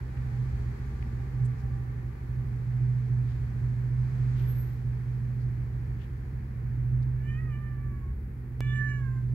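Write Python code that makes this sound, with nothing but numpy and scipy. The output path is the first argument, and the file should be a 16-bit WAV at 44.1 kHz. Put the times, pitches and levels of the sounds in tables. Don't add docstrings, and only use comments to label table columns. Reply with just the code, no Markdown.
import sys
import numpy as np
from scipy import signal
from scipy.fft import rfft, irfft, next_fast_len
from scipy.io import wavfile
from scipy.ndimage import uniform_filter1d

SR = 44100
rng = np.random.default_rng(int(sys.argv[2]) if len(sys.argv) > 2 else 0)


def unload_wav(signal):
    wavfile.write(
        sys.argv[1],
        SR,
        np.round(np.clip(np.atleast_2d(signal).T, -1, 1) * 32767).astype(np.int16),
    )


N = 411894
TIME = np.arange(N) / SR
PADDED = next_fast_len(N + SR // 2)
FREQ = np.arange(PADDED // 2 + 1) * SR / PADDED + 1e-3
IDLE_HZ = 13.7


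def undb(db):
    return 10 ** (np.asarray(db) / 20)


def curves(table):
    times, *columns = np.transpose(table)
    return [np.interp(TIME, times, column) for column in columns]


def at_hz(table, hz):
    f, value = np.transpose(table)
    return np.interp(np.log(hz), np.log(f), value)


def unit(x):
    return x / np.sqrt(np.mean(x ** 2))


def smooth(x, size):
    return uniform_filter1d(uniform_filter1d(x, size), size)


def even(x, seconds):
    return x / np.sqrt(smooth(x ** 2, int(seconds * SR)) + 1e-18)


def walk(rate_hz):
    size = int(SR / rate_hz)
    steps = np.repeat(rng.standard_normal(N // size + 1), size)
    return unit(smooth(steps, size)[:N])


def resonance(hz, width_hz, widen):
    detune = 1j * (FREQ / hz - hz / FREQ) * hz / width_hz
    return 1 / ((1 + detune) * (1 + detune / widen))


def modes(table, widen):
    return sum(undb(db) * resonance(hz, width, widen) for hz, width, db in table)


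def shaped(x, response):
    return irfft(rfft(x, PADDED) * response, PADDED)[..., :N]


def panned(x, pan_db):
    gains = np.array([undb(pan_db / 2), undb(-pan_db / 2)]).reshape(2, -1)
    return x * gains / np.sqrt(np.mean(gains ** 2, axis=0))


def yard(x, t60_s, wet_db):
    t = np.arange(SR // 2) / SR
    build_up = 1 - np.exp(-t / 0.0087)
    tail = rng.standard_normal((2, len(t))) * undb(-60 * t / t60_s) * build_up
    tail /= np.sqrt(np.sum(tail ** 2, axis=1, keepdims=True))
    return x + undb(wet_db) * signal.fftconvolve(x, tail, axes=1)[:, :N]


def wall_echoes(x, lag_s, feedback):
    echo = np.exp(-2j * np.pi * FREQ * lag_s)
    return shaped(x, (echo - feedback) / (1 - feedback * echo))


# (frequency [Hz], relative density [dB])
TOWN_SPECTRUM = [(190, 0), (440, -6), (630, -18), (760, -13), (1300, -16.5), (1750, -13), (2400, -20),
                 (2800, -30), (3100, -29.5), (3600, -33.5), (4400, -30.5), (5600, -36), (6700, -35.5),
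                 (8000, -38.5), (13500, -37)]
# (time [s], murmur before trim [dB], hiss before trim [dB])
TOWN_SWELL = [(0, -56, -71.5), (.6, -56, -69), (2, -58, -74.5), (3.9, -57.5, -71.5), (4.4, -54, -68.5),
              (4.8, -58.5, -73), (7.2, -60, -77.5), (8.2, -62.5, -80.5), (9.3, -62.5, -76.5)]
def town(rumble_db=-57, rumble_follow=0.63, murmur_trim_db=1, hiss_trim_db=3, self_noise_db=-73):
    murmur_db, hiss_db = curves(TOWN_SWELL)
    colour = undb(at_hz(TOWN_SPECTRUM, FREQ))

    def band(lo_hz, hi_hz, side_db=0):
        edges = 1 / np.sqrt((1 + (lo_hz / FREQ) ** 12) * (1 + (FREQ / hi_hz) ** 12))
        mid, side = shaped(rng.standard_normal((2, N)), colour * edges)
        flicker = undb(.3 * walk(9))
        return unit(mid + undb(side_db) * np.array([side, -side])) * flicker

    swell_db = rumble_follow * (murmur_db - murmur_db.mean())
    rumble = panned(band(190, 520, side_db=-6), 0.89) * undb(rumble_db + swell_db)
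    murmur = band(520, 2900, side_db=-0.099) * undb(murmur_db + murmur_trim_db)
    hiss = panned(band(2900, 9000), 2.9) * undb(hiss_db + hiss_trim_db)
    self_noise = panned(band(9500, 21000), 7.5) * undb(self_noise_db)
    return rumble + murmur + hiss + self_noise


# (frequency [Hz], relative level [dB])
WHINE_LINES = [(342, -3), (395, 0.5), (791, -5), (1170, -6.5), (1750, -12)]
# (time [s], level before trim [dB])
WHINE_LEVEL = [(0, -59.5), (.7, -55), (1.8, -54), (3.2, -66), (6.5, -68.5), (9.3, -79)]
def whine(width_hz=22, trim_db=-2):
    level_db, = curves(WHINE_LEVEL)
    response = sum(undb(db) * resonance(hz, width_hz, widen=2) for hz, db in WHINE_LINES)
    return unit(shaped(rng.standard_normal((2, N)), response)) * undb(level_db + trim_db)


# (time [s], length [s], level [dB], centre [Hz])
RUSTLES = [(0.173, 0.0093, -51, 1960), (1.027, 0.005, -48.5, 1987), (1.456, 0.02, -61.5, 7950),
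           (1.6, 0.045, -69, 5450), (3.314, .12, -68.5, 3660), (4.4, 0.074, -62.5, 2840),
           (4.488, 0.2, -68, 3124), (5.42, .05, -70, 4430), (6.027, 0.075, -63, 2730),
           (7.029, 0.014, -66, 4300)]
def rustles(grain_db=2, q=1.9):
    out = np.zeros((2, N))
    noise = rng.standard_normal((2, N)) * undb(grain_db * walk(200))
    for middle_s, length_s, db, hz in RUSTLES:
        near = np.abs(TIME - middle_s) < 2 * length_s
        b, a = signal.iirpeak(hz, q, fs=SR)
        brush = signal.lfilter(b, a, signal.lfilter(b, a, noise[:, near]))
        swell = np.exp(-(2 * (TIME[near] - middle_s) / length_s) ** 2)
        out[:, near] += unit(brush) * undb(db) * swell
    return panned(out, 4.3)


def insect(middle_s=4.55, length_s=0.48, pitch_hz=12250, climb_hz_per_s=520, throb_hz=9.7, dry_db=-60.5):
    t = TIME - middle_s
    hz = (pitch_hz + climb_hz_per_s * t) * (1 + 0.0014 * walk(120))
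    swell = np.cos(np.pi * np.clip(t / length_s, -.5, .5)) ** 3
    throb_db = -5 * np.cos(2 * np.pi * throb_hz * t)
    tone = np.sqrt(2) * np.sin(2 * np.pi * np.cumsum(hz) / SR)
    trill = tone * swell * undb(dry_db + throb_db)
    return yard(panned(trill, 0.92), t60_s=0.17, wet_db=1.5)


def click(at_s=8.6064, step=0.071, fall_s=0.0016):
    return panned(step * (TIME > at_s) * np.exp(-np.abs(TIME - at_s) / fall_s), -4)


# (frequency [Hz], width [Hz], relative level [dB])
PIPE_MODES = [(150.2, 14, 4), (172.2, 7, 0.5), (197.2, 3, 7), (219.6, 9, 4), (238.8, 16, 0.5),
              (273.97, 15, -7.5), (345, 24, -6.5), (379.2, 22, -11.5), (437.5, 13, -13)]
def pipe(beats, over_idle_hz, idle_db=-48, db_per_hz=.5, gas_db=1):
    gas = undb(gas_db) * rng.standard_normal(N)
    ring = shaped(unit(beats) + gas, modes(PIPE_MODES, widen=3))
    return even(ring, seconds=0.74) * undb(idle_db + db_per_hz * over_idle_hz)


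# (frequency [Hz], width [Hz], relative level [dB])
THUD_MODES = [(47, 26, -6), (59.1, 14.2, 6), (80.3, 17, -1.5)]
def thud(beats, over_idle_hz, idle_db=-36.5, db_per_hz=1.36, waver_db=1.14):
    response = sum((-1) ** k * undb(db) * resonance(hz, width, widen=2)
                   for k, (hz, width, db) in enumerate(THUD_MODES))
    level_db = idle_db + db_per_hz * over_idle_hz + waver_db * walk(8)
    return unit(shaped(beats, response)) * undb(level_db)


# (frequency [Hz], width [Hz], gain [dB])
BOOM_MODES = [(124.63, 5.67, 0.0057)]
# (time [s], level at idle [dB])
BOOM_LEVEL = [(0.15, -34), (.38, -24), (.6, -32.5), (1.2, -33), (1.44, -23.5), (1.68, -32.5), (2.2, -30),
              (2.75, -25), (4.3, -26.5), (4.7, -30.5), (5.4, -28.5), (6.2, -31), (7.0, -28), (7.75, -31.5),
              (7.95, -39), (8.58, -35.5), (8.62, -29), (9.34, -27.5)]
def boom(pulses, over_idle_hz, db_per_hz=1.5):
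    level_db, = curves(BOOM_LEVEL)
    overtones = pulses * SR / IDLE_HZ / np.sqrt(2)
    drive = overtones * undb(db_per_hz * over_idle_hz)
    return shaped(drive, modes(BOOM_MODES, widen=3)) * undb(level_db)


# (time [s], beat rate [Hz])
ENGINE_SPEED = [(0, 12.8), (.15, 12.5), (.36, 13.95), (.55, 15.3), (.85, 14.5), (1.12, 15.35), (1.3, 14.2),
                (1.47, 13.6), (1.63, 12.4), (1.9, 12.3), (2.2, 11.86), (2.45, 13.4), (2.78, 13.9),
                (3.45, 13.4), (4.05, 14.1), (4.65, 13.65), (5.3, 13.73), (6.3, 13.06), (7.0, 14.08),
                (7.7, 14.14), (8.1, 13.2), (8.65, 14.05), (9.34, 13.72)]
def engine(timing_s=.0002, scatter_db=1.9):
    speed_hz, = curves(ENGINE_SPEED)
    over_idle_hz = speed_hz - IDLE_HZ
    cycle = np.floor(np.cumsum(speed_hz) / SR)
    starts = np.flatnonzero(np.diff(cycle, prepend=-1))
    lateness, strength = rng.standard_normal((len(starts), 2)).T
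    starts += (timing_s * SR * lateness).astype(int)
    pulses = np.zeros(N)
    pulses[np.clip(starts, 0, N - 1)] = undb(scatter_db * strength)
    beats = wall_echoes(pulses, lag_s=.029, feedback=0.74)
    return (panned(pipe(beats, over_idle_hz), 0.8) + panned(thud(beats, over_idle_hz), -0.4)
            + panned(boom(pulses, over_idle_hz), -4))


# (start [Hz], full [Hz], level [dB], added by an open mouth [dB], growth with effort [dB/dB])
THROAT_REGIONS = [(200, 300, -74.5, -1, 0.24), (680, 980, -57.5, -2, 0.24), (1300, 1400, -52.5, 1.5, 1),
                  (1920, 1600, -72.5, 20, 0.1), (2550, 2750, -90.5, 35.5, 0.3),
                  (3200, 3400, -97, 12.5, 0.3), (3650, 3850, -87, 8.5, 0.4)]
# (frequency [Hz], gain [dB])
OVERTONE_RIPPLE = [(3700, -0.5), (4100, -1.5), (4700, -12), (5250, -11), (5850, -1.5), (6500, -1),
                   (7000, -2.5), (7550, 2), (8100, -12.5), (11000, -24.5)]
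def throat_db(hz, effort_db, mouth):
    level_db = 0
    for start_hz, full_hz, db, open_db, follow in THROAT_REGIONS:
        share = np.clip((hz - start_hz) / max(full_hz - start_hz, 1), 0, 1)
        region_db = db + open_db * mouth + follow * effort_db
        level_db += share * (region_db - level_db)
    return level_db + at_hz(OVERTONE_RIPPLE, hz)


# (frequency [Hz], left minus right [dB])
EAVES_PAN = [(600, -1.5), (1170, -7), (1750, -11), (2330, -4), (2930, 9), (3500, -10.5), (4700, 3),
             (7500, 8.5)]
def meow(course, attack_s, release_s, edge_db, shade_db, harmonics=15, right_lag_s=.00008,
         edge_hz=3500, edge_width_hz=300, edge_s=0.2, shade_above_hz=3300):
    start, end = course[0][0], course[-1][0]
    on = (TIME > start) & (TIME < end)
    age = TIME[on] - start
    hz, effort_db, mouth = (curve[on] for curve in curves(course))
    envelope = np.clip(age / attack_s, 0, 1) * np.clip((end - TIME[on]) / release_s, 0, 1)
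    fading_edge_db = edge_db * np.exp(-(age / edge_s) ** 4)
    jitter = .002 * walk(70) + .003 * walk(300)
    phase = 2 * np.pi * np.cumsum(hz * (1 + jitter[on])) / SR
    flutter_db = 2 * walk(35) + 1.7 * walk(220)
    unsteady = 1 + 0.0717 * np.clip(-effort_db, 0, 10)
    out = np.zeros((2, N))
    for k in range(1, harmonics + 1):
        f = k * hz
        level_db = throat_db(f, effort_db, mouth) + shade_db * (f > shade_above_hz)
        level_db += fading_edge_db * np.exp(-((f - edge_hz) / edge_width_hz) ** 2)
        level_db += np.roll(flutter_db, k * N // harmonics)[on] * min(k / 4, 1.3) * unsteady
        bloom = np.clip(age / (5.3 * attack_s), 0, 1) if k <= 2 else 1
        partial = np.sqrt(2) * np.sin([k * phase, k * phase - 2 * np.pi * f * right_lag_s])
        out[:, on] += panned(partial * envelope * bloom * undb(level_db), at_hz(EAVES_PAN, f))
    return out


# (time [s], pitch [Hz], effort [dB], mouth opening [0-1])
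HIDDEN_MEOW = [(7.17, 562.2, -13, 0.01), (7.23, 575, -7, .3), (7.29, 598, 0, 1), (7.35, 606.7, -2, .78),
               (7.41, 641.3, 5, .1), (7.47, 630, -6.5, 0.1), (7.54, 582.6, -1, .68), (7.61, 595.7, -3, .15),
               (7.68, 595, 1.5, .35), (7.77, 580, -10.5, 0.06), (7.88, 581, -10.5, .1),
               (8.06, 545, -18, 0.07), (8.16, 553.3, -22, 0)]
# (time [s], pitch [Hz], effort [dB], mouth opening [0-1])
OPEN_MEOW = [(8.606, 576, -1, 0.99), (8.68, 582, 3, 0.91), (8.78, 584, 18, .65), (8.83, 584, 18, 0.43),
             (8.92, 577, 12.5, .8), (8.97, 572, 4, 0.69), (9.03, 545, 0, 0.3), (9.09, 529, 0.5, 0.1),
             (9.18, 526, -1.5, .03), (9.27, 520, -21.5, 0)]
# (course [table], attack [s], release [s], sharp edge [dB], roof shade [dB])
CAT_CALLS = [(HIDDEN_MEOW, 0.065, .06, 0, -6.5), (OPEN_MEOW, .004, .09, 27, 0)]
def cat(trim_db=-0.44):
    calls = sum(meow(*call) for call in CAT_CALLS)
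    return undb(trim_db) * yard(calls, t60_s=.3, wet_db=-12)


def scene():
    return cat() + engine() + town() + whine() + rustles() + insect() + click()


def record(dry, fade_s=0.0026, low_cut_hz=32, top_hz=15750):
    ease = np.clip(np.minimum(TIME, TIME[-1] - TIME) / fade_s, 0, 1)
    low_cut = signal.butter(4, low_cut_hz, "highpass", fs=SR, output="sos")
    top_cut = signal.ellip(10, .2, 70, top_hz, fs=SR, output="sos")
    return signal.sosfilt(top_cut, signal.sosfilt(low_cut, dry) * ease)


dry = scene()
out = record(dry)
unload_wav(out)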